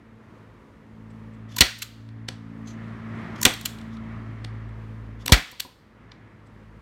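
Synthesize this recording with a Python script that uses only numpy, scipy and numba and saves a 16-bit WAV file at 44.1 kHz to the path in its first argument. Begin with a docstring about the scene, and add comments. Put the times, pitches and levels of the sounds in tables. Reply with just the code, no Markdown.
"""Staple gun fired three times into a wooden frame

A hand squeezes the gun: the lever ticks twice before each shot and clacks back after it.
Steel contacts are chattering noise bursts plus body modes; knocks ring the wood, the table thuds.
Spring twangs, rubs, faint treble ticks, a diffuse room echo and a coloured echo tail join them.
Outside, a motor drones as swelling harmonics over noise: traffic rush and still house air.
The close phone turns its gain down after loud sound.
"""
import sys
import numpy as np
from scipy import signal
from scipy.fft import rfft, irfft
from scipy.io import wavfile
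from scipy.ndimage import uniform_filter1d
from numba import njit

SR = 44100
rng = np.random.default_rng(int(sys.argv[2]) if len(sys.argv) > 2 else 0)


def master_out(mix):
    """Clip the mix to full scale and print it as 16-bit PCM to the path in sys.argv[1]."""
    frames = np.transpose(np.atleast_2d(mix))
    ceiling = np.clip(frames, -1, 1)
    pcm = np.round(ceiling * 32767).astype(np.int16)
    wavfile.write(sys.argv[1], SR, pcm)


N = 300321
T = np.arange(N) / SR


def undb(db):
    """Gain from dB."""
    return 10 ** (np.asarray(db) / 20)


def decay(u_s, t60_s):
    """Exponential amplitude decay, 60 dB down at t60_s."""
    return np.exp(-np.log(1000) * u_s / t60_s)


def band(x, lo_hz, hi_hz):
    """Butterworth band-pass."""
    sos = signal.butter(2, [lo_hz, min(hi_hz, .45 * SR)], "band", fs=SR, output="sos")
    return signal.sosfilt(sos, x)


def ring(x, modes):
    """Sum of decaying resonances, each scaled so that a burst of noise keeps its size."""
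    out = 0
    for hz, db, t60_s in modes:
        pole = np.exp(2j * np.pi * hz / SR - np.log(1000) / (t60_s * SR))
        gain = undb(db) * np.sqrt(1 - abs(pole) ** 2)
        out = out + gain * signal.lfilter([1], [1, -pole], x).imag
    return out


def walk(rate_hz):
    """Random levels held 1 / rate_hz and slewed twice; spread near 1."""
    hold = int(SR / rate_hz)
    steps = np.repeat(rng.standard_normal(N // hold + 1), hold)
    return 1.3 * uniform_filter1d(uniform_filter1d(steps, hold), hold)[:N]


def contact(kind, start_s, mid_db, hold_ms, extra_treble_db=0):
    """One steel contact: band levels and frame knock follow from its kind and strength."""
    low_db, treble_db, knock_db, rise_ms, top_db = kind
    high_db = mid_db + treble_db + extra_treble_db
    return (start_s, mid_db + low_db, mid_db, high_db, high_db + top_db,
            rise_ms, hold_ms, mid_db + knock_db)


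def rattle(start_s, rise_ms, hold_ms):
    """Envelope of steel parts chattering together: exponential rise, then a rounded fall."""
    u_ms = (T - start_s) * 1000
    return np.exp(np.where(u_ms < 0, u_ms / rise_ms, -(np.minimum(u_ms / hold_ms, 8)) ** 2))


def steel(hits):
    """Colliding steel: a broad noise crack in four bands plus the ring of the gun body."""
    # gun body modes: pitch_hz, level_db, t60_s
    body_modes = [(1986, -7, .016), (2445, -3, 0.013), (3034, -7.5, 0.015), (3540, -8.5, 0.02),
                  (4504, -1.5, 0.0053), (5880, -8, .014), (9612, -2.5, 0.002), (11600, -2, 0.0051),
                  (3290, -18, .2), (3390, -18.5, .16), (4090, -17, .18), (4410, -17.5, .2),
                  (4640, -18.5, .16)]
    ring_db = -11
    # hits: start_s, low_db, mid_db, high_db, top_db, rise_ms, hold_ms
    low, mid, high, top = sum(np.outer(undb(hit[1:5]), rattle(hit[0], *hit[5:])) for hit in hits)
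    contacts = rng.standard_normal((3, N)) * undb(2.3 * walk(900))
    crack = 3 * band(low * contacts[0], 1250, 2500)
    crack = crack + 2.3 * band(band(mid * contacts[1], 2300, 5400), 2300, 5400)
    crack = crack + 1.8 * band(high * contacts[2], 5200, 9500)
    crack = crack + 1.6 * band(top * contacts[2], 9500, 14000)
    return crack + undb(ring_db) * ring(crack, body_modes)


def wood(knocks, thuds):
    """Short smooth pushes ring the frame; the table swings as a decaying sine gliding down."""
    # frame modes: pitch_hz, level_db, t60_s
    frame_modes = [(140, -15, .08), (275, -5, 0.045), (374, -11, 0.051), (518.5, -8.5, .07),
                   (750, -9.5, .06), (980, -9, 0.029)]
    push_ms = .9
    thud_t60_s, thud_lag_ms, glide_rad, glide_s = .095, 2., 3.4, .0065

    push = np.zeros(N)
    for start_s, db in knocks:
        push[int(start_s * SR)] += undb(db)
    size = int(push_ms * SR / 1000) + 2
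    smooth_push = signal.lfilter(np.hanning(size) / size, [1], push)
    out = ring(smooth_push * 60, frame_modes)

    for start_s, db, hz in thuds:
        u = np.maximum(T - start_s - thud_lag_ms / 1000, 0)
        phase = 2 * np.pi * hz * u + glide_rad * (1 - np.exp(-u / glide_s))
        out = out - undb(db) * np.sin(phase) * decay(u, thud_t60_s)
    return out


def spring():
    """One low mode of the spring, swelling over a few cycles before it dies."""
    # drive spring as the latch slips, handle as it is set down: start_s, level_db
    twangs = [(1.568, -26), (3.417, -27.5), (5.292, -18.5), (5.527, -29.5), (5.649, -25.5), (6.118, -41.5)]
    pitch_hz, t60_s, swell_s = 984, 0.046, 0.0019
    out = 0
    for start_s, db in twangs:
        u = np.maximum(T - start_s, 0)
        envelope = (1 - np.exp(-u / swell_s)) * decay(u, t60_s)
        out = out + undb(db) * envelope * np.sin(2 * np.pi * pitch_hz * u)
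    return out


def rubs_and_ticks():
    """Rubs and faint treble ticks: short swells of grit with one bright band each."""
    # rubs and ticks: middle_s, length_ms, level_db, bright_hz
    swells = [(1.11, 22, -75, 8000), (1.344, 24.7, -72, 8000), (1.54, 123, -54.5, 3500),
              (2.699, 100, -53.5, 6100), (3.385, 84, -55, 3300), (3.935, 78, -60, 3700),
              (5.225, 80, -61, 3500), (6.47, 39, -72, 8000)]
    treble_db, bright_db = -9.5, -4.5  # against the broad grit
    grit = rng.standard_normal(N) * undb(3.9 * walk(140))
    broad = band(band(grit, 2200, 8000), 2200, 8000) + undb(treble_db) * band(grit, 6300, 11000)
    out = 0
    for middle_s, length_ms, db, hz in swells:
        swell = np.cos(np.pi * np.clip((T - middle_s) * 1000 / length_ms, -.5, .5)).clip(0)
        bright = band(grit, hz * .93, hz * 1.07)
        out = out + swell * undb(db) * (2 * broad + 5 * undb(bright_db) * bright)
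    return out


def room(x):
    """Diffuse echo: each narrow band stores received energy and lets it fade, fast then slowly."""
    # echo by band, late part from the rest of the house: pitch_hz, early_t60_s, early_db, late_db
    echo = [(200, .25, -23, -42.5), (580, 0.15, -5.5, -24.5), (1510, 0.35, -10, -26.5),
            (3500, 0.26, -17, -21.5), (6950, 0.22, -16, -26), (14000, .25, -16, -28)]
    rise_ms, late_t60_s = 6., 0.68
    hz, *columns = np.transpose(echo)
    rise = np.exp(-1000 / (rise_ms * SR))
    late_fade = 10 ** (-6 / (late_t60_s * SR))
    out = 0
    for centre_hz in 160 * 2 ** np.arange(0, 6.7, 1 / 5):
        edges_hz = centre_hz / 2 ** (1 / 10), centre_hz * 2 ** (1 / 10)
        t60_s, early_db, late_db = (np.interp(np.log(centre_hz), np.log(hz), c) for c in columns)
        early_fade = 10 ** (-6 / (t60_s * SR))
        arriving = signal.lfilter([1 - rise], [1, -rise], band(x, *edges_hz) ** 2)
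        energy = 0
        for db, fade in ((early_db, early_fade), (late_db, late_fade)):
            energy = energy + undb(2 * db) * signal.lfilter([1 - fade], [1, -fade], arriving)
        scatter = band(rng.standard_normal(N), *edges_hz)
        out = out + np.sqrt(np.abs(energy)) * scatter / np.std(scatter)
    return out


def coloured_tail(x):
    """The room's fading tail, tinted by each sound: convolution with decaying noise."""
    level_db, t60_s = -21.5, 0.29
    noise = band(rng.standard_normal(SR // 2), 1200, 10000)
    tail = noise * decay(T[:SR // 2], t60_s)
    return undb(level_db) * signal.fftconvolve(x, tail / np.sqrt(np.sum(tail ** 2)))[:N]


def coloured(points, flicker_db):
    """Noise of a given spectrum, rms 1 between 500 and 2500 Hz before its level flickers."""
    hz, db = np.transpose(points)
    f = np.maximum(np.arange(N // 2 + 1) * SR / N, 1)
    spectrum = rfft(rng.standard_normal(N)) * undb(np.interp(np.log(f), np.log(hz), db))
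    mid = irfft(spectrum * ((f > 500) & (f < 2500)), N)
    return irfft(spectrum, N) / np.std(mid) * undb(flicker_db * walk(9))


def outside():
    """Motor harmonics swell in turn and waver; traffic noise swells over the still house air."""
    # motor and traffic course: start_s, firing_rate_hz, motor_db, rush_db
    course = [(0.0, 56.16, -10.5, -63), (0.41, 54, -4, -61), (0.69, 54.7, -12, -62.5),
              (0.96, 54.9, 0.3, -61), (1.5, 55.17, 5.5, -58.5), (2.3, 56.08, 1.5, -56),
              (2.6, 55.55, -0.6, -55.5), (2.85, 56.08, -2.7, -50.5), (3.2, 55.8, -0.3, -46),
              (3.6, 55.83, 0, -47), (4.07, 55.8, 3, -48), (4.58, 55.02, 1.9, -54),
              (5.2, 54.92, -0.9, -56.5), (5.75, 54.53, -20.5, -59), (6.05, 54.4, -6, -52.5),
              (6.35, 53.4, -11, -56.5), (6.8, 53.6, -7.5, -60.5)]
    # firing-rate multiples, each strongest for a while:
    # peak_db, from_s, until_s, rise_db_per_s, fall_db_per_s, rest_db
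    multiples = [(-45.5, 3.9, 17, 6, 3, -61.5), (-39, 2.1, 4.9, 32.5, 13.5, -46),
                 (-46.5, 2.5, 4.05, 36, 40, -58.5), (-36.5, 2.9, 4.01, 16.5, 34, -50),
                 (-49, 2.1, 2.7, 28.5, 28, -59)]
    # relative spectra: pitch_hz, density_db_per_hz
    rush_spectrum = [(26, -25), (45, -22.5), (104, -3), (129, -6), (162, -9.5), (222, -6.5), (411, -15.5),
                     (465, -22.5), (760, -19.5), (1100, -22), (1550, -20), (1890, -23.5), (3080, -34.5),
                     (13500, -65.5), (16000, -94.5)]
    air_spectrum = [(18, -39), (30, 2.5), (115, -2), (384, -6.5), (461, -3.5), (760, -19.5), (913, -10.5),
                    (1630, -21.5), (2980, -29.5), (13700, -47.5), (16000, -55)]
    # tyre roar: pitch_hz, width_hz, level_db
    roar_peaks = [(614, 210, -10.5), (1197, 500, -5), (2004, 840, -5.5), (2960, 2000, -14)]
    air_db, low_cut_hz = -60.5, 44

    start_s, *columns = np.transpose(course)
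    firing_hz, motor_db, rush_db = (np.interp(T, start_s, c) for c in columns)
    phase = 2 * np.pi * np.cumsum(firing_hz) / SR
    drone = 0
    for k, (db, from_s, until_s, rise, fall, rest_db) in enumerate(multiples, start=1):
        swell_db = db + np.minimum(rise * (T - from_s), fall * (until_s - T))
        swell_db = np.clip(swell_db, min(rest_db, db), db)
        waver_db = 2.2 * walk(4) + 0.75 * walk(12)
        drone = drone + undb(swell_db + waver_db) * np.sin(k * phase + 0.11 * walk(35))

    rush = undb(rush_db) * coloured(rush_spectrum, flicker_db=0.98)
    roar = 0
    for hz, width_hz, db in roar_peaks:
        peak = band(rush, hz - width_hz / 2, hz + width_hz / 2)
        roar = roar + undb(db + 2.3 * walk(15)) * peak
    air = undb(air_db) * coloured(air_spectrum, flicker_db=1.33)
    mix = np.sqrt(2) * undb(motor_db) * drone + rush + roar + air
    return signal.sosfilt(signal.butter(4, low_cut_hz, "high", fs=SR, output="sos"), mix)


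def scene():
    """Gun, wood and hands in the room, the street behind; the same signal in both channels."""
    # shots: start_s, low_db, mid_db, treble_db, rattle_ms, thud_db, thud_hz, knock_db,
    # rebound_db, rebound_rattle_ms
    shots = [(1.6078, -12, 2, -0.5, 7.9, -4, 51, -13, -9, 6.1),
             (3.4526, -0.5, 4.5, 4, 4.2, -21.5, 59.5, -10.5, -6, 1.5),
             (5.3214, -5.5, 5.5, 0.5, 8.2, 12.5, 44.7, 0, -6.5, 14)]
    # lever and latch clicks: start_s, mid_db, extra_treble_db, rattle_ms
    lever_clicks = [(1.566, -32.5, 9, 4), (1.585, -20.5, -0.2, 5.9), (1.787, -60, 25.5, 6.37),
                    (1.822, -20.5, 1.5, 8.4), (3.416, -37.5, 16.5, 2.2), (3.4312, -23, 10.5, 3.1),
                    (3.539, -27.5, 0, 2.8), (3.612, -37, 5, 5), (3.6556, -21, 3.5, 8),
                    (5.262, -31.5, 7, 2.99), (5.28, -17, -5, 1.9), (5.515, -38.5, 4, 6.2),
                    (5.599, -24.5, -2, 3.6), (5.6028, -15.5, 2, 3.8)]
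    # duller taps of the gun's nose on the wood: start_s, mid_db, rattle_ms, extra_treble_db
    nose_taps = [(2.089, -51.5, 3.6, -5), (2.287, -19.5, 2.8, -0.5), (3.787, -44.5, 4.3, 2.5),
                 (3.814, -43.5, 3.2, 0), (3.969, -50.5, 6.7, -6), (4.4478, -31.5, 1.7, -1.5),
                 (4.691, -61, 2.5, 1), (5.296, -33.5, 8, .1), (6.119, -35.5, 2.4, -22)]
    # soft bumps of the hand on the frame: start_s, level_db
    hand_bumps = [(5.261, -35.5), (5.279, -35.5), (5.298, -27), (5.526, -37), (5.649, -37), (5.66, -38)]
    # contact kinds: low_db, treble_db, knock_db (against mids), rise_ms, top_db (against treble)
    rebound_kind = (-1, -8, -2, 3.4, -0.9)
    lever_kind = (-10, -1.5, -30, 1.54, 0.5)
    tap_kind = (-8.5, -8, -10, 1.75, -19.5)
    shot_top_db, shot_rise_ms, rebound_lag_ms = -5.5, .4, 12.5

    hits = []
    for (start_s, low_db, mid_db, treble_db, rattle_ms, _, _, knock_db,
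         rebound_db, rebound_ms) in shots:
        hits.append((start_s, low_db, mid_db, treble_db, treble_db + shot_top_db,
                     shot_rise_ms, rattle_ms, knock_db))
        hits.append(contact(rebound_kind, start_s + rebound_lag_ms / 1000, rebound_db, rebound_ms))
    for start_s, mid_db, extra_treble_db, rattle_ms in lever_clicks:
        hits.append(contact(lever_kind, start_s, mid_db, rattle_ms, extra_treble_db))
    hits += [contact(tap_kind, *tap) for tap in nose_taps]
    hits = np.array(hits)

    knocks = np.vstack([hits[:, [0, 7]], hand_bumps])
    thuds = np.array(shots)[:, [0, 5, 6]]
    near = steel(hits[:, :7]) + wood(knocks, thuds) + spring() + rubs_and_ticks()
    return np.tile(near + room(near) + coloured_tail(near) + outside(), (2, 1))


@njit
def follow(x, attack, release):
    """Envelope that rises quickly and sinks slowly."""
    out, level = np.empty(len(x)), 1e-4
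    for i in range(len(x)):
        level += (x[i] - level) * (attack if x[i] > level else release)
        out[i] = level
    return out


def record(dry):
    """Phone: cuts deep bass, lowers its gain after loud sound, rounds peaks, cuts the top."""
    low_cut_hz, top_hz, headroom_db = 23.83, 16150, -2.5
    threshold_db, ratio, attack_ms, release_ms = -25.5, 1.64, 18, 436
    x = signal.sosfilt(signal.butter(3, low_cut_hz, "high", fs=SR, output="sos"), dry)
    loudness = follow(np.abs(dry[0]), 1000 / (attack_ms * SR), 1000 / (release_ms * SR))
    x = x * np.minimum(undb(threshold_db) / loudness, 1) ** (1 - 1 / ratio)
    x = undb(headroom_db) * np.tanh(x / undb(headroom_db))
    x = signal.sosfilt(signal.ellip(10, .2, 80, top_hz, fs=SR, output="sos"), x)
    return np.clip(x, -1, 1)


dry = scene()
out = record(dry)
master_out(out)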